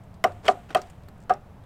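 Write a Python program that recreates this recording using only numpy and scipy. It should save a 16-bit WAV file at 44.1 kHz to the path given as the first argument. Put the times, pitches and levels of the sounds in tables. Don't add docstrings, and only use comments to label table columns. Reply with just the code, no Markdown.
import sys
import numpy as np
from scipy import signal
from scipy.fft import rfft, irfft
from scipy.io import wavfile

SR = 44100
rng = np.random.default_rng(int(sys.argv[2]) if len(sys.argv) > 2 else 0)


def makeup_ratio(level_db):
    decades = np.asarray(level_db, float) / 20
    return 10 ** decades


def to_wav(s):
    ch = np.atleast_2d(s).T
    pcm = np.round(np.clip(ch, -1, 1) * 32767)
    wavfile.write(sys.argv[1], SR, pcm.astype(np.int16))


N = 72765


def rms_one(x):
    return x / np.sqrt(np.mean(x ** 2) + 1e-20)


def at_hz(points, hz):
    table_hz, values = np.array(points).T
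    return np.interp(np.log(hz), np.log(table_hz), values)


def since(s):
    return np.maximum(np.arange(N) / SR - s, 0)


def fall(t, t60):
    return (t > 0) * makeup_ratio(-60 * t / t60)


def noise():
    return rng.standard_normal(N)


def colour(x, spectrum, tilt_db=0):
    hz = np.maximum(np.arange(N // 2 + 1) * SR / N, 10)
    gain_db = at_hz(spectrum, hz) + tilt_db * np.log2(hz / 3000)
    return rms_one(irfft(rfft(x) * makeup_ratio(gain_db), N))


def band_pass(x, order, low_hz, high_hz):
    return signal.sosfilt(signal.butter(order, [low_hz, high_hz], "band", fs=SR, output="sos"), x)


def ring(clicks, hz, t60):
    r, w = makeup_ratio(-60 / (t60 * SR)), 2 * np.pi * hz / SR
    return signal.lfilter([0, np.sin(w)], [1, -2 * r * np.cos(w), r * r], clicks + 1e-18)


def soft_tone(s, db, hz, t60):
    t = since(s)
    return makeup_ratio(db) * (1 - np.exp(-t / 0.00063)) * fall(t, t60) * np.sin(2 * np.pi * hz * t)


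def puffs(events, cycles, trim_db, wide):
    out, white = np.zeros(N), noise()
    for s, db, hz, t60 in events:
        tone = rms_one(ring(ring(white, hz, cycles / hz), hz, cycles / hz))
        out += makeup_ratio(db + trim_db) * fall(since(s), t60) * (tone + wide(white))
    return out


# frequency in Hz, level in dB.
PARK = [(20, -20), (45, -18), (100, -8.5), (180, -1.5), (330, -14), (720, -12), (2000, -28), (16000, -57.5)]
PARK_DB, HISS_DB = -52, -75
DRONE_HZ, DRONE_WIDTH_HZ, DRONE_DB = 95.3, 25.2, -48.5
GUST_DB, GUSTS_PER_S = 0.5, 2.8


def park():
    low_pass = signal.butter(2, GUSTS_PER_S, fs=SR, output="sos")
    slow = signal.sosfilt(low_pass, rng.standard_normal(N + SR))[SR:]
    drone = rms_one(ring(noise(), DRONE_HZ, 1 / DRONE_WIDTH_HZ)) * makeup_ratio(GUST_DB * rms_one(slow))
    return makeup_ratio(PARK_DB) * colour(noise(), PARK) + makeup_ratio(DRONE_DB) * drone + makeup_ratio(HISS_DB) * noise()


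# start in seconds, peak level in dB, pitch in Hz, t60 in seconds.
TICKS = [(0.0363, -53.5, 8550, 0.062), (0.1415, -45.5, 4700, 0.037), (0.32, -42.5, 4490, 0.025),
         (0.4446, -41, 6110, 0.028), (0.454, -27.5, 3500, 0.025), (0.4664, -37, 3400, 0.021),
         (0.478, -28, 7960, 0.027), (0.7104, -51, 4290, 0.019), (0.7844, -48, 4660, 0.012),
         (0.817, -28.5, 5500, 0.016), (0.821, -39.5, 4740, 0.029), (0.8705, -44, 3760, 0.025),
         (0.8992, -38, 8040, 0.037), (0.933, -51, 3640, 0.013), (1.035, -47.5, 4450, 0.025),
         (1.085, -43, 8140, 0.029), (1.1786, -53, 9000, 0.036), (1.2027, -48.5, 7760, 0.03),
         (1.2165, -49.5, 7500, 0.022), (1.2251, -48, 6950, 0.026), (1.236, -47.5, 6920, 0.022),
         (1.3144, -55.5, 5280, 0.025), (1.337, -33, 5600, 0.02), (1.6383, -52, 3600, 0.03)]
# frequency in Hz, level in dB per Hz.
TICK_SPECTRUM = [(300, 1.5), (1500, 1), (4000, -8.5), (8500, -2.5), (10000, -14.5), (14000, -20),
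                 (16000, -14)]
TICK_WIDE_DB = 1


def ticks():
    return puffs(TICKS, 11, -14, lambda white: makeup_ratio(TICK_WIDE_DB) * colour(white, TICK_SPECTRUM))


# start in seconds, plank, tube and crack levels in dB, plank swell in seconds.
KNOCKS = [
    (0.24, -7, -14.5, -19, 0.0072),
    (0.4811, -7, -14.5, -33, 0.0049),
    (.7480, -8.5, -15.5, -22.5, 0.0067),
    (1.2952, -9, -33.5, -45.5, 0.0055),
]
# frequency in Hz, level in dB, t60 in seconds.
TUBE = [(1027, 0.5, 0.037), (1330, 2.5, 0.0088), (1560, -13.5, 0.011), (1808, 0.5, 0.018),
        (2130, -2.5, 0.016), (2520, -11, 0.031), (2988, 0.5, 0.013), (3179, -3.5, 0.015),
        (3900, -21, 0.019), (4460, -9.5, 0.013), (5380, -8.5, 0.013), (5730, -18.5, 0.052),
        (7277, -20.5, 0.016), (8440, -26.5, 0.017)]
# frequency in Hz, lift in dB, width in octaves.
SECTION = [(1972, 10.5, 0.19), (3080, 5.5, 0.74), (3090, 8.5, 0.2), (1280, 5, .35)]
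JOINT_DB = [
    [-1, 3.5, 0, -1.5, 2.5, -10.5, -1, 3, -1, -3, -1, -4, 8, -10],
    [0, 0, 0, 0.5, 0, 4, -1, -1.5, 1, 1.5, -3.5, -9, -9, -0.5],
    [-2.5, -1, 0, 1.5, 0.5, 1.5, -2.5, -5, 2, -2.5, -6.5, -6, 1, 6],
    [-13, 5.5, 0, -7, -1, -3, 0, 4, 1, -2, 0.5, -10, -4, -2],
]
SLAP_S = [0, .0008, .0029, .0046]
SLAP_DB = [
    [-3.5, -0.29, 0.83, -19],
    [-2, -1, -1.8, -14],
    [-0.5, -1.4, 0.1, -15],
    [-1.5, -2.2, 1, -17],
]
SLAP_PACE = [.97, 1.03, 1.06, 0.91]
TUBE_TILT_DB = [0.89, 4.1, 0.87, 4.4]
# level in dB, one a knock.
TREBLE_DB = [2, -3, 0.5, 0.5]
TREBLE_HZ = 3500
SLAP_DULL_DB = 1
MODE_SPREAD_DB = 3.5


def tube():
    out = np.zeros(N)
    spread = rng.standard_normal((len(KNOCKS), 4, len(TUBE)))
    knocks = np.array(KNOCKS)
    start_s, knock_db = knocks[:, [0]], knocks[:, [2]]
    tilt_db, treble_db = np.array(TUBE_TILT_DB)[:, None], np.array(TREBLE_DB)[:, None]
    top_hz, top_db, width = np.transpose(SECTION)[..., None]
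    slap_at = ((start_s + np.outer(SLAP_PACE, SLAP_S)) * SR).astype(int)
    for k, (hz, mode_db, t60) in enumerate(TUBE):
        octaves = np.log2(hz / 2000)
        level_db = knock_db + mode_db - 8 + np.array(SLAP_DB) + np.array(JOINT_DB)[:, [k]]
        level_db = level_db + top_db * np.exp(-(np.log2(hz / top_hz) / width) ** 2)
        level_db = level_db + (tilt_db - SLAP_DULL_DB * np.arange(4)) * octaves
        level_db = level_db + (hz > TREBLE_HZ) * treble_db + MODE_SPREAD_DB * spread[..., k]
        clicks = np.zeros(N)
        clicks[slap_at] = (-1) ** k * makeup_ratio(level_db)
        out += ring(clicks, hz, t60)
    return out


# frequency in Hz, level in dB per Hz.
CRACK = [(1000, -7.5), (3000, -10.5), (5000, -26), (8000, -19), (11000, -30), (14000, -26.5),
         (16000, -39.5)]
# level in dB, one a knock.
SNAP_DB = [-23, -60.5, -30, -64.5]
CRACK_T60_S, SNAP_HZ, SNAP_T60_S = 0.031, 11100, 0.007


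def crack():
    body = sum(makeup_ratio(row[3]) * fall(since(row[0]), CRACK_T60_S) for row in KNOCKS)
    snap = sum(makeup_ratio(db) * fall(since(row[0]), SNAP_T60_S) for row, db in zip(KNOCKS, SNAP_DB))
    return body * colour(noise(), CRACK) + snap * band_pass(noise(), 4, SNAP_HZ, 15000)


# start in seconds, level in dB, frequency in Hz, t60 in seconds.
RINGS = [(0.24, -22.5, 3180, 0.028), (0.2412, -36, 3860, .025), (0.2425, -44, 7835, .02),
         (0.24, -37, 8100, .02), (0.2405, -35, 2300, 0.016), (0.4822, -22, 2590, 0.031),
         (0.4822, -25, 1830, 0.019), (0.49, -33, 4400, .02), (0.7488, -26, 2300, 0.024),
         (0.76, -25.5, 2600, 0.02), (0.75, -33, 3900, 0.019), (1.298, -31, 1655, 0.047),
         (1.298, -35, 1600, 0.066), (1.297, -42, 2800, .02), (0.2645, -23.5, 720, 0.076),
         (0.5135, -21.5, 690, 0.054), (0.7785, -21.5, 720, .06), (1.329, -24.5, 720, 0.058),
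         (0.486, -25, 1002, 0.076), (0.4818, -17.5, 3120, .012), (0.2402, -18.5, 1900, 0.017),
         (0.766, -28, 1250, 0.11)]


def rings():
    return sum(soft_tone(*row) for row in RINGS)


# frequency in Hz, level in dB per Hz.
TAIL = [(200, 1), (400, 16.5), (700, 14.5), (1300, 11), (2500, -5), (5000, -21), (9000, -29.5),
        (15000, -66.5)]
# frequency in Hz, t60 in seconds.
TAIL_T60 = [(300, 0.21), (700, 0.16), (2000, 0.17), (8000, 0.22)]
# change in dB, one a knock.
TAIL_LOW_DB = [0.5, 0, -0.4, -4]
# change in dB, one a knock.
TAIL_GAP_DB = [0.5, -0.1, -0.4, -10.5]
TAIL_DB, WEIGHT_HZ, TAIL_GAP_HZ = -10, 480, 1000


def scatter():
    out, source = np.zeros(N), colour(noise(), TAIL)
    edges = 150 * 2 ** np.arange(0, 7, .5)
    for low, high in zip(edges, edges[1:]):
        t60 = at_hz(TAIL_T60, np.sqrt(low * high))
        envelope = np.zeros(N)
        for (s, db, *_), low_db, gap_db in zip(KNOCKS, TAIL_LOW_DB, TAIL_GAP_DB):
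            level_db = db + low_db * (low < WEIGHT_HZ) + gap_db * (low < TAIL_GAP_HZ < high)
            t = since(s)
            envelope += makeup_ratio(level_db) * fall(t, t60) * (1 - np.exp(-t / 0.0024))
        out += band_pass(source, 2, low, high) * envelope
    return makeup_ratio(TAIL_DB) * out


LINGER_DB, LINGER_T60_S = -41, 1.08


def far_trees():
    wash = sum(makeup_ratio(row[2]) * fall(since(row[0]), LINGER_T60_S) for row in KNOCKS)
    return makeup_ratio(LINGER_DB) * wash * colour(noise(), CRACK)


# frequency in Hz, level in dB, t60 and lag in seconds.
THUDS = [
    (627, -11.5, 0.046, 0.00143),
    (610, -9.5, 0.039, 0.0013),
    (618, -14, 0.048, 0.0012),
    (1227, -20, 0.067, 0.00194),
]


def thuds():
    return -sum(soft_tone(knock[0] + lag, db, hz, t60) for knock, (hz, db, t60, lag) in zip(KNOCKS, THUDS))


# frequency in Hz, level in dB, t60 in seconds.
PLANK = [(211, -12.5, 0.074), (394.7, -14, 0.14), (445.5, -6.5, 0.056), (498, -23, 0.047),
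         (598.7, -13, 0.15), (628.4, 0, 0.064), (707.3, 5.5, 0.052), (749.3, 3.5, 0.073),
         (809, -23.5, 0.19), (937, -29, 0.067), (1181.5, -4.5, 0.062), (1262, -12.5, 0.086),
         (1444, -8.5, 0.034), (1617, -19, 0.056)]
SPOT_DB = [
    [0.5, -0.6, 2.5, 0.11, 1.5, -0.6, 0.52, 0.1, 0.1, 9, -1, 0.1, 0.1, 0.1],
    [-0.8, 0.54, -2, 0.1, -2, 1.6, -0.31, 0.1, 0.1, -2, 0.1, 0.1, 0.1, 0.1],
    [1.5, 0.6, 4, 0.1, 1, 0.8, 0.73, 0.1, 0.1, -4, 0.61, 0.1, 0.1, 0.1],
    [-0.5, -1.8, -32, 21.4, -2.5, -20, -1.8, 3.8, 2.4, -25, 0.1, 1.4, 1.5, 7.2],
]
# level in dB, one a knock.
WEIGHT_DB = [-0.5, 1, -0.5, 1.5]
# lag in seconds, one a knock.
LAG_S = [0.003494, 0.0034, 0.00349, 0.0055]
# delay in seconds, one a knock.
DAMP_S = [0.0153, .016, 0.016, .019]
# change in dB, one a knock.
DAMP_DB = [-5.5, -2, -3, -1.5]
DAMP_EDGE_S = .001
SWELL_HZ, SWELL_POWER = 652, 0.56


def plank():
    out = np.zeros(N)
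    spot_db = np.array(SPOT_DB) + np.outer(WEIGHT_DB, np.array(PLANK)[:, 0] < WEIGHT_HZ)
    for knock, own_db, lag, damp_s, damp_db in zip(KNOCKS, spot_db, LAG_S, DAMP_S, DAMP_DB):
        s, db, _, _, swell = knock
        t = since(s + lag)
        choke = makeup_ratio(damp_db * (1 + np.tanh((t - damp_s) / DAMP_EDGE_S)) / 2)
        for k, (hz, mode_db, t60) in enumerate(PLANK):
            rise = (1 - np.exp(-t / swell * (hz / SWELL_HZ) ** SWELL_POWER)) ** 2
            level = (-1) ** k * makeup_ratio(db + mode_db + own_db[k])
            out += level * rise * choke * fall(t, t60) * np.sin(2 * np.pi * hz * t)
    return -out


# start and length in seconds, level in dB, tilt in dB per octave.
SLIDES = [(0.428, 0.036, -52.5, 0), (.445, 0.016, -36.5, -3.5), (0.4603, 0.0063, -39.5, 1.5),
          (0.476, 0.012, -30, 1), (0.494, 0.025, -47, 4.5), (0.687, 0.012, -48.5, -0.2),
          (0.703, 0.0032, -34.5, -2.5), (0.71, 0.026, -51, -0.5), (0.764, 0.0096, -33.5, 0),
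          (0.77, 0.035, -46, -1.5), (0.854, 0.036, -63, 2), (1.17, 0.11, -67, -10),
          (0.262, .012, -57.5, 10), (1.294, 0.012, -37.5, -1), (1.308, 0.024, -69, 17.5),
          (0.812, 0.027, -56, -.5), (1.079, 0.0075, -52.5, -1.5), (0.582, 0.03, -59, -2)]
# frequency in Hz, level in dB.
SLIDE_SPECTRUM = [(180, -11.5), (400, 1), (800, -7), (1340, -5), (3130, -15), (8000, -24.5), (10000, -31.5),
                  (16000, -61)]
GRAINS_PER_S, GRAIN_SPREAD_DB, GRAIN_BED, SLIDE_EDGE_S = 3500, 3.5, .3, .003


def slides():
    sizes = makeup_ratio(GRAIN_SPREAD_DB * np.minimum(rng.exponential(1, N), 4)) * rng.choice([-1, 1], N)
    grains = sizes * (rng.random(N) < GRAINS_PER_S / SR) + GRAIN_BED * noise()
    out = np.zeros(N)
    for s, length, db, tilt_db in SLIDES:
        rise = 1 - np.exp(-since(s) / SLIDE_EDGE_S)
        stroke = rise * np.exp(-since(s + length) / (2 * SLIDE_EDGE_S))
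        out += makeup_ratio(db) * stroke * colour(grains, SLIDE_SPECTRUM, tilt_db)
    return out


TAIL_RING_DB, TAIL_RING_T60_S = -37.5, 0.34


def lingering_plank():
    tones = rms_one(sum(makeup_ratio(db) * ring(noise(), hz, 0.18) for hz, db, _ in PLANK[4:13]))
    lasting = sum(makeup_ratio(row[1]) * fall(since(row[0] + 0.06), TAIL_RING_T60_S) for row in KNOCKS)
    return makeup_ratio(TAIL_RING_DB) * lasting * tones


# start in seconds, peak level in
# dB, pitch in Hz, t60 in seconds.
GRIT = [(0.4475, -41, 1300, .02), (0.4505, -42, 1870, .015), (0.4533, -34.5, 1300, .02),
        (0.4628, -27, 1384, 0.044), (0.4635, -33.5, 3091, 0.024), (0.4675, -30, 3100, 0.024),
        (0.4705, -30, 2200, 0.022), (0.6935, -42, 2770, .04), (0.7045, -34.5, 1500, .025),
        (0.7063, -31.5, 3500, 0.018), (0.7075, -47, 5900, 0.011), (0.715, -46, 1920, .02),
        (0.7175, -52, 3200, 0.013), (0.785, -52, 12500, .01), (1.0855, -49, 13200, 0.022),
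        (1.087, -49.5, 4220, 0.021), (1.296, -21.5, 523, .03), (0.705, -56.5, 13100, 0.035)]
GRIT_CYCLES, GRIT_WIDE_DB = 17.4, -18


def grit():
    return puffs(GRIT, GRIT_CYCLES, -7.5, lambda white: makeup_ratio(GRIT_WIDE_DB) * colour(white, TICK_SPECTRUM))


LOW_CUT_HZ, TOP_HZ = 150, 15900


def scene():
    knocks = tube() + crack() + rings() + thuds() + plank()
    answers = scatter() + far_trees() + lingering_plank()
    pole = knocks + answers + ticks() + slides() + grit()
    low_cut = signal.butter(2, LOW_CUT_HZ, "high", fs=SR, output="sos")
    return (park() + signal.sosfilt(low_cut, pole))[None]


def top_cut(x):
    return signal.sosfilt(signal.butter(12, 16510, fs=SR, output="sos"), x)


def record(dry):
    mix = signal.sosfilt(signal.butter(8, TOP_HZ, fs=SR, output="sos"), dry)
    return top_cut(mix)


dry = scene()
out = record(dry)
to_wav(out)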